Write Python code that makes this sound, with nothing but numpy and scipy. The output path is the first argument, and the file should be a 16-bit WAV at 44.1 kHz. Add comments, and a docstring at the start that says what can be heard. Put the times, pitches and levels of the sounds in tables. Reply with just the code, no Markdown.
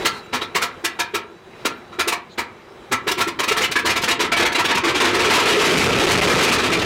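"""Cold start of a piston aircraft engine

A large engine catches in a yard, heard from behind its exhaust stacks. Single cylinders fire as
hissing chuffs, pulsed jet noise ringing the pipes, over the starter's whine and rumble; the firings
then crowd into a roar of throbbing noise. Sparse decaying echoes answer the exhaust. The propeller's
wash, low-frequency noise with brief shoves, reaches the small microphone and drives it to its stops."""
import sys
import numpy as np
from scipy import signal
from scipy.fft import rfft, irfft
from scipy.io import wavfile
from scipy.ndimage import uniform_filter1d

SR = 44100
rng = np.random.default_rng(int(sys.argv[2]) if len(sys.argv) > 2 else 0)


def materialize(psi):
    """Save the field psi as 16-bit PCM at rate SR to the path in sys.argv[1].

    A 1-D psi becomes a single channel; in a 2-D psi each row is a channel.
    """
    bounded = np.clip(np.atleast_2d(psi).T, -1, 1)
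    quanta = np.round(bounded * 32767).astype(np.int16)
    wavfile.write(sys.argv[1], SR, quanta)


def level_to_linear(level):
    """Convert decibel levels to linear amplitude factors, elementwise."""
    exponent = np.asarray(level, float) / 20
    return 10 ** exponent


N = 302085

# Individual firings, before the run-up gain:
# [t/s, jet level/dB, thump drive level/dB, treble lift/dB, blow-down time scale/ms]
FIRINGS = [(0.019, -36, -50, -7, 22), (0.056, -18.5, -15.5, 4, 18), (0.335, -17, -43, -6.5, 24.3),
           (0.419, -24.5, -47, -8, 17), (0.5553, -15.5, -37, -1.5, 18.2), (0.619, -20, -57, 3, 21.4),
           (0.848, -24.5, -20, 9, 15.9), (0.9973, -22, -33, 4.5, 16.1), (1.147, -23, -19.5, 3, 16.3),
           (1.658, -19.5, -47, 2.5, 13.2), (1.9253, -40.5, -34, -17, 24), (1.9961, -20.5, -18, 2.5, 18.7),
           (2.0804, -23.5, -16, 9, 15.2), (2.127, -20.5, -41, -0.5, 14.4), (2.385, -16.5, -33, -9, 19.6),
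           (2.923, -14.5, -18.5, -5.5, 17.6), (3.077, -16.5, -14, -3.5, 20.8),
           (3.1208, -26, -14.5, 11, 8.5), (3.1814, -20.5, -16, -3, 21), (3.2111, -18.5, -16, 3, 14.6),
           (3.2791, -23.5, -12.5, 2, 13.7), (3.3979, -16, -23, -0.5, 13.5), (3.438, -22.5, -38, 3.5, 11.8),
           (3.484, -19.5, -32, 6, 15.2), (3.5211, -16.5, -12, 1, 11), (3.57, -18.5, -44, 3.5, 19),
           (3.613, -19.5, -16.5, 3.5, 20.6), (3.6438, -18.5, -23, 2, 13), (3.718, -29, -23, 13.5, 12),
           (3.7649, -14, -43, -0.5, 10.3), (3.7913, -26, -40, 5, 12), (3.8556, -16.5, -13.5, 3.5, 22.3),
           (3.8974, -17, -17, 2, 19.7), (3.9631, -18, -27, 4, 16), (4.0197, -30.5, -18.5, 12.5, 17),
           (4.0444, -18, -42, 7.5, 6.5), (4.083, -18.5, -47, 6.5, 18.7), (4.116, -18, -20, 8, 8.8),
           (4.2006, -16, -17.5, 3, 19.5), (4.245, -23.5, -16.5, -5, 18.4), (4.327, -12, -20, 1, 10.4),
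           (4.3695, -20.5, -25.5, 7.5, 16.4), (4.4061, -10.5, -10.5, 0, 7.5), (4.4336, -9, -10, -7, 6),
           (4.46, -14, -29, 4.5, 11.3), (4.5283, -22.5, -20, 4.5, 8.6), (4.5565, -13.5, -37, -2.5, 12),
           (4.591, -13.5, -13, 1, 17), (4.651, -16, -17, 3, 13.7), (4.692, -17.5, -34, -8, 19),
           (4.7192, -11, -9, -22, 7.7), (4.753, -21, -19, 8, 11), (4.7822, -12, -28, 0, 6.5),
           (4.8442, -15.5, -12, -1, 17.4), (4.8799, -15.5, -8, -5, 23), (4.951, -15.5, -12.5, -4, 24),
           (5.0098, -8, -40, -8, 15), (5.0489, -8.5, -4, -7, 14.3), (5.0794, -18, -34, -8, 20.5),
           (5.1465, -16.5, -35, 2, 15), (5.201, -14.5, -29, -2, 16.5), (5.251, -14.5, -27, -3, 14),
           (5.3071, -8.5, -32, -10, 16.6), (5.3404, -8, -34, -5, 22), (5.398, -18.5, -30, 5, 11),
           (5.472, -17.5, -27, -7, 14), (5.498, -18, -32, 1, 20), (5.595, -22, -26, -7, 17),
           (5.651, -17, -30, 2, 15), (5.716, -23, -30, 2, 16), (5.7783, -17, -23, 12, 8),
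           (5.812, -21, -30, -4, 12), (5.922, -24, -30, -5, 12), (5.9876, -13.5, -20, -11, 22),
           (6.043, -18, -30, -3, 13.4), (6.077, -21, -30, 5, 15), (6.1167, -7, -48, 1, 11),
           (6.175, -22, -32, -5, 14), (6.2171, -21, -29, 5, 19), (6.301, -19, -28, 0, 23),
           (6.387, -21, -33, -1, 21), (6.434, -15, -35, 9, 11), (6.483, -22.5, -28, 0, 13),
           (6.519, -25, -20, 9, 22), (6.606, -31, -27, -2, 11), (6.6421, -18, -15, -1, 14.5),
           (6.724, -16, -30, 1, 16), (6.8225, -17, -30, -7, 12)]
# Colour of each row of FIRINGS: [favoured pipe mode f/Hz, its extra level/dB, jet whistle f/Hz, its extra level/dB]
COLOURS = [(940, -1, 3800, 1), (1360, 3, 3890, 4), (1010, 4, 2260, -7), (1320, 3, 3800, 7),
           (990, -8, 2070, 2.5), (1130, 4, 2100, -1), (1080, -5, 2540, 0), (1000, 0, 3690, 3),
           (1330, 5.5, 3200, 0), (1350, 2, 2800, -2), (1370, 8, 3940, -5), (1370, 7, 2900, -3),
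           (1090, 3, 1800, 1), (1390, -2, 2370, 4), (1320, 1.5, 2360, -11), (1390, 9, 2100, 0),
           (960, 2, 2800, 1), (1300, 6, 2900, 5), (940, 1, 4600, -10), (1330, 3.5, 3650, -3),
           (960, 11.5, 2090, 1), (1410, 0, 3500, -13), (1130, 4, 2450, 5), (1000, 2, 2500, 3),
           (1310, 6, 2770, 1), (1130, 1, 3200, -1), (1680, -6, 1800, -6), (1350, -5, 3000, 8),
           (1360, 0, 2000, 2), (1700, 11, 3640, -8.5), (1300, -6, 2170, 3), (1280, -6, 4600, -4),
           (920, 0, 2800, -0.5), (1360, 0, 2440, -1), (1340, 0, 4120, 2), (1350, 5, 1800, -8),
           (1320, 0, 2200, 0), (1710, -5, 2440, -3), (1180, -2, 1980, -7), (1350, 5, 2050, 1),
           (940, -7, 2270, -1.5), (1270, 2, 3000, 2), (1630, 4, 2300, 0), (1170, -2, 2110, -2),
           (1330, 2, 2230, 2), (1370, 0, 3800, -6), (960, -5, 4000, 3), (980, -3, 2690, 0),
           (1230, 2, 2370, -3), (960, 2, 3400, 2), (960, 8, 2240, -5), (940, 3, 2600, 5),
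           (960, -0.5, 2430, 0), (940, 3, 2060, -2.5), (1320, 0, 2200, -10), (1680, -1, 2670, -4),
           (1710, 0, 2000, -6), (1340, 0, 2710, -5), (1330, -2, 3030, -6), (1550, 0, 2660, 0),
           (1110, -4, 1830, 0), (1320, 5, 3230, 0), (1270, 0, 4900, -7), (950, 6, 2600, -1),
           (1270, -10, 2420, -1), (1250, -2, 2750, 0), (930, -1, 2860, 5), (980, -3, 2400, -7),
           (1270, -2, 2100, 3), (1350, -1, 3190, 0), (1270, 0, 2000, -2), (1300, -4, 2680, 0),
           (1190, -1, 2220, 0), (1280, -4, 2420, -1), (900, 0, 2790, -1), (940, 0, 2240, -3),
           (1310, -5, 3260, -6), (1350, -1, 2000, -2), (1740, -2, 2670, -1), (940, 0, 2300, -11),
           (1300, 0, 2500, 5), (1530, -7, 3530, -2), (1220, 0, 1940, -2), (1460, -3, 2330, 1),
           (990, -4, 3800, 1), (1300, -2, 2500, -1), (970, 1, 2560, 6), (1370, 0, 3140, -2)]
# The engine picking up: [t/s, gain added to each firing/dB, merged roar level/dB, propeller wash level/dB]
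RUNUP = [(0, 1, -51, -38), (.35, -0.7, -49, -44), (1.3, -2, -84, -49), (2.0, -1, -66, -43.5),
         (2.7, -5.5, -66, -47), (3.5, 2, -56.5, -32.5), (4.3, 6.5, -45, -28.5), (4.6, 5, -51, -29),
         (4.9, 6.5, -33, -22.5), (5.2, 7.5, -12, -26), (5.5, 12, -10.5, -39), (5.7, 14, -7, -6.5),
         (5.85, 9, -8, -1), (6.0, 9, -9.5, -6), (6.35, 12, -5, -3), (6.55, 14, -15.5, -14),
         (6.85, 3, -15.5, -9)]
# The engine turned over by its starter: [t/s, rumble level/dB, gear whine level/dB]
STARTER = [(0, -23, -41), (.3, -41, -50), (.8, -36, -53), (1.4, -42.5, -59), (1.65, -36.5, -54),
           (1.9, -41, -57), (2.7, -41, -62), (3.2, -36.5, -50), (6.85, -68, -86)]
# Gusts that pin the microphone to a stop: [centre t/s, length/ms]
GUSTS = [(5.748, 3), (5.762, 5.3), (5.791, 9.2), (5.849, 2.3), (5.886, 3.4), (5.904, 4.3), (6.063, 14.3),
         (6.086, 3.8), (6.172, 7.3), (6.208, 15.7), (6.27, 6.1), (6.293, 8.3), (6.407, 2.8)]
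# Short hisses and squeaks while cranking, perhaps leaks past valves:
# [t/s, level/dB, f/Hz, width of each resonance/Hz, length/ms]
SQUEAKS = [(0.086, -30, 4600, 198, 30), (0.11, -41, 4170, 445, 114), (0.075, -44, 5240, 8200, 145),
           (.235, -57, 7300, 200, 39), (.14, -55, 13400, 400, 70), (.24, -60, 13500, 400, 38),
           (0.41, -31, 3150, 500, 25), (0.425, -40, 3500, 350, 52), (1.76, -60, 13600, 300, 40),
           (2.285, -47, 3910, 870, 73), (2.3, -56, 6790, 1300, 65)]
# Relative spectrum of the exhaust jet: [f/Hz, level/dB per Hz]
JET_SPECTRUM = [(40, 4.5), (120, -7.5), (300, -1), (650, -6), (1200, -3.5), (2300, -2), (4000, -5.5),
                (7000, -12.5), (11000, -18.5), (16000, -19.5)]
# Relative spectrum of the cranking rumble: [f/Hz, level/dB per Hz]
CRANKING_SPECTRUM = [(18, -59), (30, 7.5), (210, -3), (239, -1.5), (280, -30), (336, 4), (584, -6),
                     (889, -5), (3490, -19), (4080, -25), (4420, -23.5), (11700, -35), (16000, -33)]
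# Relative spectrum of the merged roar: [f/Hz, level/dB per Hz]
ROAR_SPECTRUM = [(24, -53), (40, 0.5), (283, -7), (335, 5.5), (430, 5), (630, -8), (1150, -11),
                 (1300, -1.5), (1440, -10.5), (2630, -10), (6650, -20.5), (16000, -36)]
# Exhaust pipe resonances: [f/Hz, width/Hz, level before the ring settings/dB]
STACK_MODES = [(94.8, 14, 5), (246, 21, -4.5), (340.3, 13.3, 1), (438, 71, 3), (703.5, 12, 6),
               (952, 33, 7.5), (1120, 95, -0.5), (1341, 41, 4.5), (1712, 48, -1), (2010, 130, -6),
               (2368, 90, -0.5), (2757, 50, -4.5), (3090, 35, -11.5), (3776, 46, -1.5), (4480, 51, -17)]
# Decay time of the yard's echoes by 60 dB: [f/Hz, t60/s]
YARD_DECAY = [(200, 0.53), (600, 0.28), (1500, 0.34), (3000, 0.24), (6000, 0.14), (12000, 0.102)]

WHINE_HZ = 3920
# once the engine has caught, firings crowd in unevenly; the gap is a median
CAUGHT_S, CROWD_GAP_S, CROWD_MS = 5.38, 0.05, 13.2
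CROWD_DB, CROWD_SPREAD_DB, CROWD_THUMP_DB = -25.5, 4.5, -25
WHISTLE_HZ, WHISTLE_SPREAD = 1986, 0.27  # lowest whistle of the crowd, scale of the scatter above it
FAVOURED_LOW_HZ, FAVOURED_HIGH_HZ = 900, 1860  # range of the pipe mode each of the crowd rings most
RING_DB, RING_FADE = -13, 0.23  # pipe ring under a 0 dB roar; it stands out more the weaker the roar


def evened(x):
    """Power normalisation: scales to rms 1."""
    return x / np.sqrt(np.mean(x ** 2) + 1e-20)


def read(points, hz):
    """Logarithmic frequency scale: interpolates a spectrum along it."""
    f, value = np.transpose(points)
    return np.interp(np.log(hz + 1), np.log(f + 1), value)


def curves(rows):
    """Linear interpolation in time: each column of a table at every sample."""
    s, *columns = np.transpose(rows)
    return [np.interp(np.arange(N) / SR, s, column) for column in columns]


def coloured(points):
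    """Spectral shaping: white noise weighted by the given spectrum, at rms 1."""
    spectrum = rfft(rng.standard_normal(N))
    weight = level_to_linear(read(points, np.fft.rfftfreq(N, 1 / SR)))
    return evened(irfft(spectrum * weight, N))


def band_noise(lo_hz, hi_hz):
    """Band limitation: gently band-passed noise of rms 1."""
    sos = signal.butter(2, [lo_hz, hi_hz], "band", fs=SR, output="sos")
    return evened(signal.sosfilt(sos, rng.standard_normal(N)))


def resonate(x, hz, width):
    """Resonance by heterodyning: shifts the curve hz to zero, smooths and shifts back, with gain 1."""
    turn = np.exp(2j * np.pi * np.cumsum(hz * np.ones(len(x))) / SR)
    r = np.exp(-np.pi * width / SR)
    return 2 * (turn * signal.lfilter([1 - r], [1, -r], x / turn)).real


def uneven_patches(shape, frames, bins):
    """Local correlation: smooths a time-frequency grid of random values, at rms 1."""
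    smooth = uniform_filter1d(rng.standard_normal(shape), bins, 0)
    return evened(uniform_filter1d(smooth, frames, 1))


def patchy(x, depth_db, frames, bins):
    """Non-stationary spectrum: random louder and softer patches over time and frequency, at rms 1."""
    z = signal.stft(x, SR, nperseg=512)[2]
    z = z * level_to_linear(depth_db * uneven_patches(z.shape, frames, bins))
    return evened(signal.istft(z, SR, nperseg=512)[1][:N])


def add(mix, s, sound):
    """Superposition: mixes a sound in from time s."""
    part = mix[max(round(s * SR), 0):][:len(sound)]
    part += sound[:len(part)]


def starter():
    """Mechanical excitation: patchy broadband rumble with a thin, frequency-modulated gear whine."""
    rumble_db, whine_db = curves(STARTER)
    rumble = patchy(coloured(CRANKING_SPECTRUM), 1.6, frames=8, bins=7)
    waver = 1 + 0.0015 * band_noise(5.6, 30)
    flicker_db = 2.6 * band_noise(4.5, 60)
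    whine = np.sin(2 * np.pi * np.cumsum(WHINE_HZ * waver) / SR)
    return level_to_linear(rumble_db) * rumble + level_to_linear(whine_db + flicker_db) * whine


def wash():
    """Flow-induced pressure: lumpy low buffeting at the microphone, with a few far stronger shoves."""
    wash_db = curves(RUNUP)[2]
    depth = np.clip(0.59 + 0.0039 * wash_db, 0, 1)  # lumpier as it strengthens
    lumps = np.exp(depth * band_noise(2.2, 24.0) - depth ** 2)
    air = level_to_linear(wash_db) * lumps * band_noise(33.6, 235)
    for (s, ms), side in zip(GUSTS, rng.choice([-1., 1.], len(GUSTS))):
        shove = signal.windows.hann(max(round(ms * SR / 1000), 9))
        add(air, s - len(shove) / SR / 2, side * level_to_linear(8) * shove)
    return air


def blow_downs(firings):
    """Cylinder discharge: flow pulses for three treble ranges, and the damped thumps of the pipe."""
    lead_s, swell = 0.01094, 2.0  # pulses start ahead of the table's times
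    flow, treble, top, knocks = np.zeros((4, N))
    t = np.arange(SR // 4) / SR
    push = (t / 0.012) * np.exp(1 - t / 0.005)
    thumps_hz = 335 + 85 * rng.random(len(firings)) ** 2
    for (s, db, thump_db, lift_db, ms), thump_hz in zip(firings[:, :5], thumps_hz):
        start = s - lead_s
        u = t / max(ms, 2) * 1000
        # the valve opens, the cylinder empties
        blow = (1 - np.exp(-u / 0.37)) ** swell * np.exp(-(u / 1.524) ** 1.84)
        blow /= blow.max()
        add(flow, start, level_to_linear(db) * blow)
        # the treble comes later and is briefer
        add(treble, start + 0.0078, level_to_linear(db + lift_db) * blow ** 1.17)
        add(top, start + 0.0029, level_to_linear(db + lift_db) * blow ** 1.42)
        add(knocks, start - 0.0015, level_to_linear(thump_db) * push * np.sin(2 * np.pi * thump_hz * t))
    latest = np.searchsorted(firings[:, 0] - lead_s, np.arange(N) / SR) - 1
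    return flow, treble, top, knocks, np.maximum(latest, 0)


def turbulent_jet(flow, treble, top, crackle, power_db):
    """Turbulent jet noise: eddies colour every blast differently, each range with its own pulse."""
    jet = patchy(coloured(JET_SPECTRUM), 2.3, frames=3, bins=3)
    low, mid = (signal.sosfilt(signal.butter(1, hz, fs=SR, output="sos"), jet) for hz in (3800, 9000))
    sizzle = level_to_linear(7 - 1.78 * power_db)  # lone cold firings spit the brightest
    return crackle * (flow * low + treble * (mid - low) + sizzle * top * (jet - mid))


def merged_roar(roar_db):
    """Overlapping pulses: the other cylinders as unevenly throbbing noise with a wandering peak."""
    throb = np.exp(0.31 * band_noise(25.0, 50.5))
    roar = level_to_linear(roar_db) * throb * patchy(coloured(ROAR_SPECTRUM), 1.6, frames=4, bins=4)
    rasp_hz = 2600 * (1 + 0.28 * band_noise(1.28, 21.4))
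    return roar + level_to_linear(3.5) * resonate(roar, rasp_hz, 300)


def pipe_rings(gas, latest, favoured_hz, pipe_db, power_db, roar_db, count):
    """Pipe resonance: modes ring in turn, differing from shot to shot with each cylinder's place and heat."""
    detune, uneven_db, favour_db = 0.008, 3.0, 3.5
    ring_db = RING_DB - RING_FADE * roar_db
    chance = rng.standard_normal((count, len(STACK_MODES), 2))
    spread = detune * level_to_linear(power_db)
    wobble = 0.011 * band_noise(7.7, 76)  # hot and cold gas stirs the rings
    for k, (hz, width, db) in enumerate(STACK_MODES):
        shift, strength = (uniform_filter1d(chance[latest, k, j], 200) for j in range(2))
        near = np.exp(-(np.log(favoured_hz / hz) / 0.053) ** 2)
        chance_db = uneven_db * np.clip(strength, -2, 1.1) * min(hz / 700, 1)
        mode_db = db + ring_db + chance_db + (favour_db + pipe_db) * near
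        mode_hz = hz * (1 + (spread * shift + wobble) * min(hz / 1000, 1))
        gas = gas + resonate(level_to_linear(mode_db) * gas, mode_hz, width)
    return gas


def exhaust():
    """Source and resonator: thumps, pulsed jets and roar excite the pipes; a whistle bypasses them."""
    power_db, roar_db, _ = curves(RUNUP)
    firings = np.vstack([np.hstack([FIRINGS, COLOURS]), crowd()])
    firings = firings[np.argsort(firings[:, 0])]
    flow, treble, top, knocks, latest = blow_downs(firings)
    favoured_hz, pipe_db, whistle_hz, shrill_db = firings[latest, 5:].T
    whistle = evened(resonate(rng.standard_normal(N), whistle_hz, 155))
    crackle = np.exp(0.27 * band_noise(56, 1200))  # the jet breaks up
    jet = turbulent_jet(flow, treble, top, crackle, power_db)
    gas = level_to_linear(power_db) * (jet + knocks) + merged_roar(roar_db)
    gas = pipe_rings(gas, latest, favoured_hz, pipe_db, power_db, roar_db, len(firings))
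    # sung past the pipe's mouth
    return gas + level_to_linear(power_db - 9 + shrill_db) * crackle * flow * whistle


def yard(x):
    """Reflection and absorption: sparse echoes off sheds, wing and ground, each band dying unevenly."""
    taps = np.zeros((3, SR // 2))
    slots = np.arange(300, SR // 2 - 20, 20) + rng.integers(0, 20, (3, (SR // 2 - 301) // 20))
    np.put_along_axis(taps, slots, rng.choice([-1., 1.], slots.shape), 1)
    hz, t, z = signal.stft(taps, SR, nperseg=256)
    smooth = uniform_filter1d(rng.standard_normal(z.shape), 3, 1)
    patches = evened(uniform_filter1d(smooth, 6, 2))
    decay_db = -60 * t / np.maximum(read(YARD_DECAY, hz), .02)[:, None]
    tails = signal.istft(z * level_to_linear(1.5 * patches + decay_db), SR, nperseg=256)[1]
    # three paths take turns, 4.3 Hz and a third of a cycle apart
    phase = 4.3 * np.arange(N) / SR + np.arange(3)[:, None] / 3
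    turns = np.sqrt(2 / 3) * np.cos(2 * np.pi * phase)
    return signal.fftconvolve(x * turns, tails / np.linalg.norm(tails[0]), axes=1).sum(0)[:N]


def squeaks():
    """Narrow-band noise: two equal resonances in series give short hisses with soft ends."""
    out = np.zeros(N)
    for s, db, hz, width, ms in SQUEAKS:
        shape = signal.windows.tukey(round(max(ms, 5) * SR / 1000), .7)
        hiss = resonate(resonate(rng.standard_normal(SR // 5), hz, width), hz, width)
        add(out, s, level_to_linear(db) * shape * evened(hiss)[:len(shape)])
    return out


def crowd():
    """Random pulse train: rows like FIRINGS with COLOURS, at uneven gaps once the engine has caught."""
    gap, size, thump, lift, length = rng.standard_normal((80, 5)).T
    pitch, place = rng.random((80, 2)).T
    s = CAUGHT_S + np.cumsum(CROWD_GAP_S * np.exp(.35 * gap))
    jet_db = CROWD_DB + CROWD_SPREAD_DB * size
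    thump_db = CROWD_THUMP_DB + 6 * thump
    ms = CROWD_MS * np.exp(0.18 * length)
    favoured_hz = FAVOURED_LOW_HZ * (FAVOURED_HIGH_HZ / FAVOURED_LOW_HZ) ** place
    whistle_hz = WHISTLE_HZ * (1 - WHISTLE_SPREAD * np.log(1 - .98 * pitch))
    rows = [s, jet_db, thump_db, 3 * lift, ms, favoured_hz, 0 * s, whistle_hz, 0 * s]
    return np.transpose(rows)[s < N / SR]


def scene():
    """Linear superposition: exhaust with its echoes, starter, squeaks and propeller wash."""
    engine = exhaust()
    echoes = level_to_linear(-8.5) * yard(engine)
    return (engine + echoes + starter() + squeaks() + wash())[None]


def low_pass(x):
    """Removes everything above the highest recorded frequency."""
    return signal.sosfilt(signal.butter(12, 16000, fs=SR, output="sos"), x)


def record(dry):
    """Saturation and compression: the input hits its stops, bass is cut, gain control turns it down."""
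    stop, knee_db, share = 0.51, -28, 0.4  # share: dB of reduction per dB above the knee
    thin = np.clip(dry, -stop, stop)
    thin = signal.lfilter(*signal.butter(1, 240, "high", fs=SR), thin)
    thin = signal.lfilter(*signal.butter(1, 45, "high", fs=SR), thin)
    thin = signal.lfilter(*signal.butter(1, 8500, fs=SR), thin)  # the top is rounded off
    steep = signal.firwin(511, 16050, window=("kaiser", 9), fs=SR)
    thin = signal.oaconvolve(thin, steep[None], "same")
    memory = np.exp(-1 / (.25 * SR))  # follows the power over 0.25 s
    power = signal.lfilter([1 - memory], [1, -memory], thin ** 2)
    power_db = 10 * np.log10(power + 1e-9)
    finished = thin * level_to_linear(-share * np.maximum(power_db - knee_db, 0))
    return low_pass(finished)


dry = scene()
out = record(dry)
materialize(out)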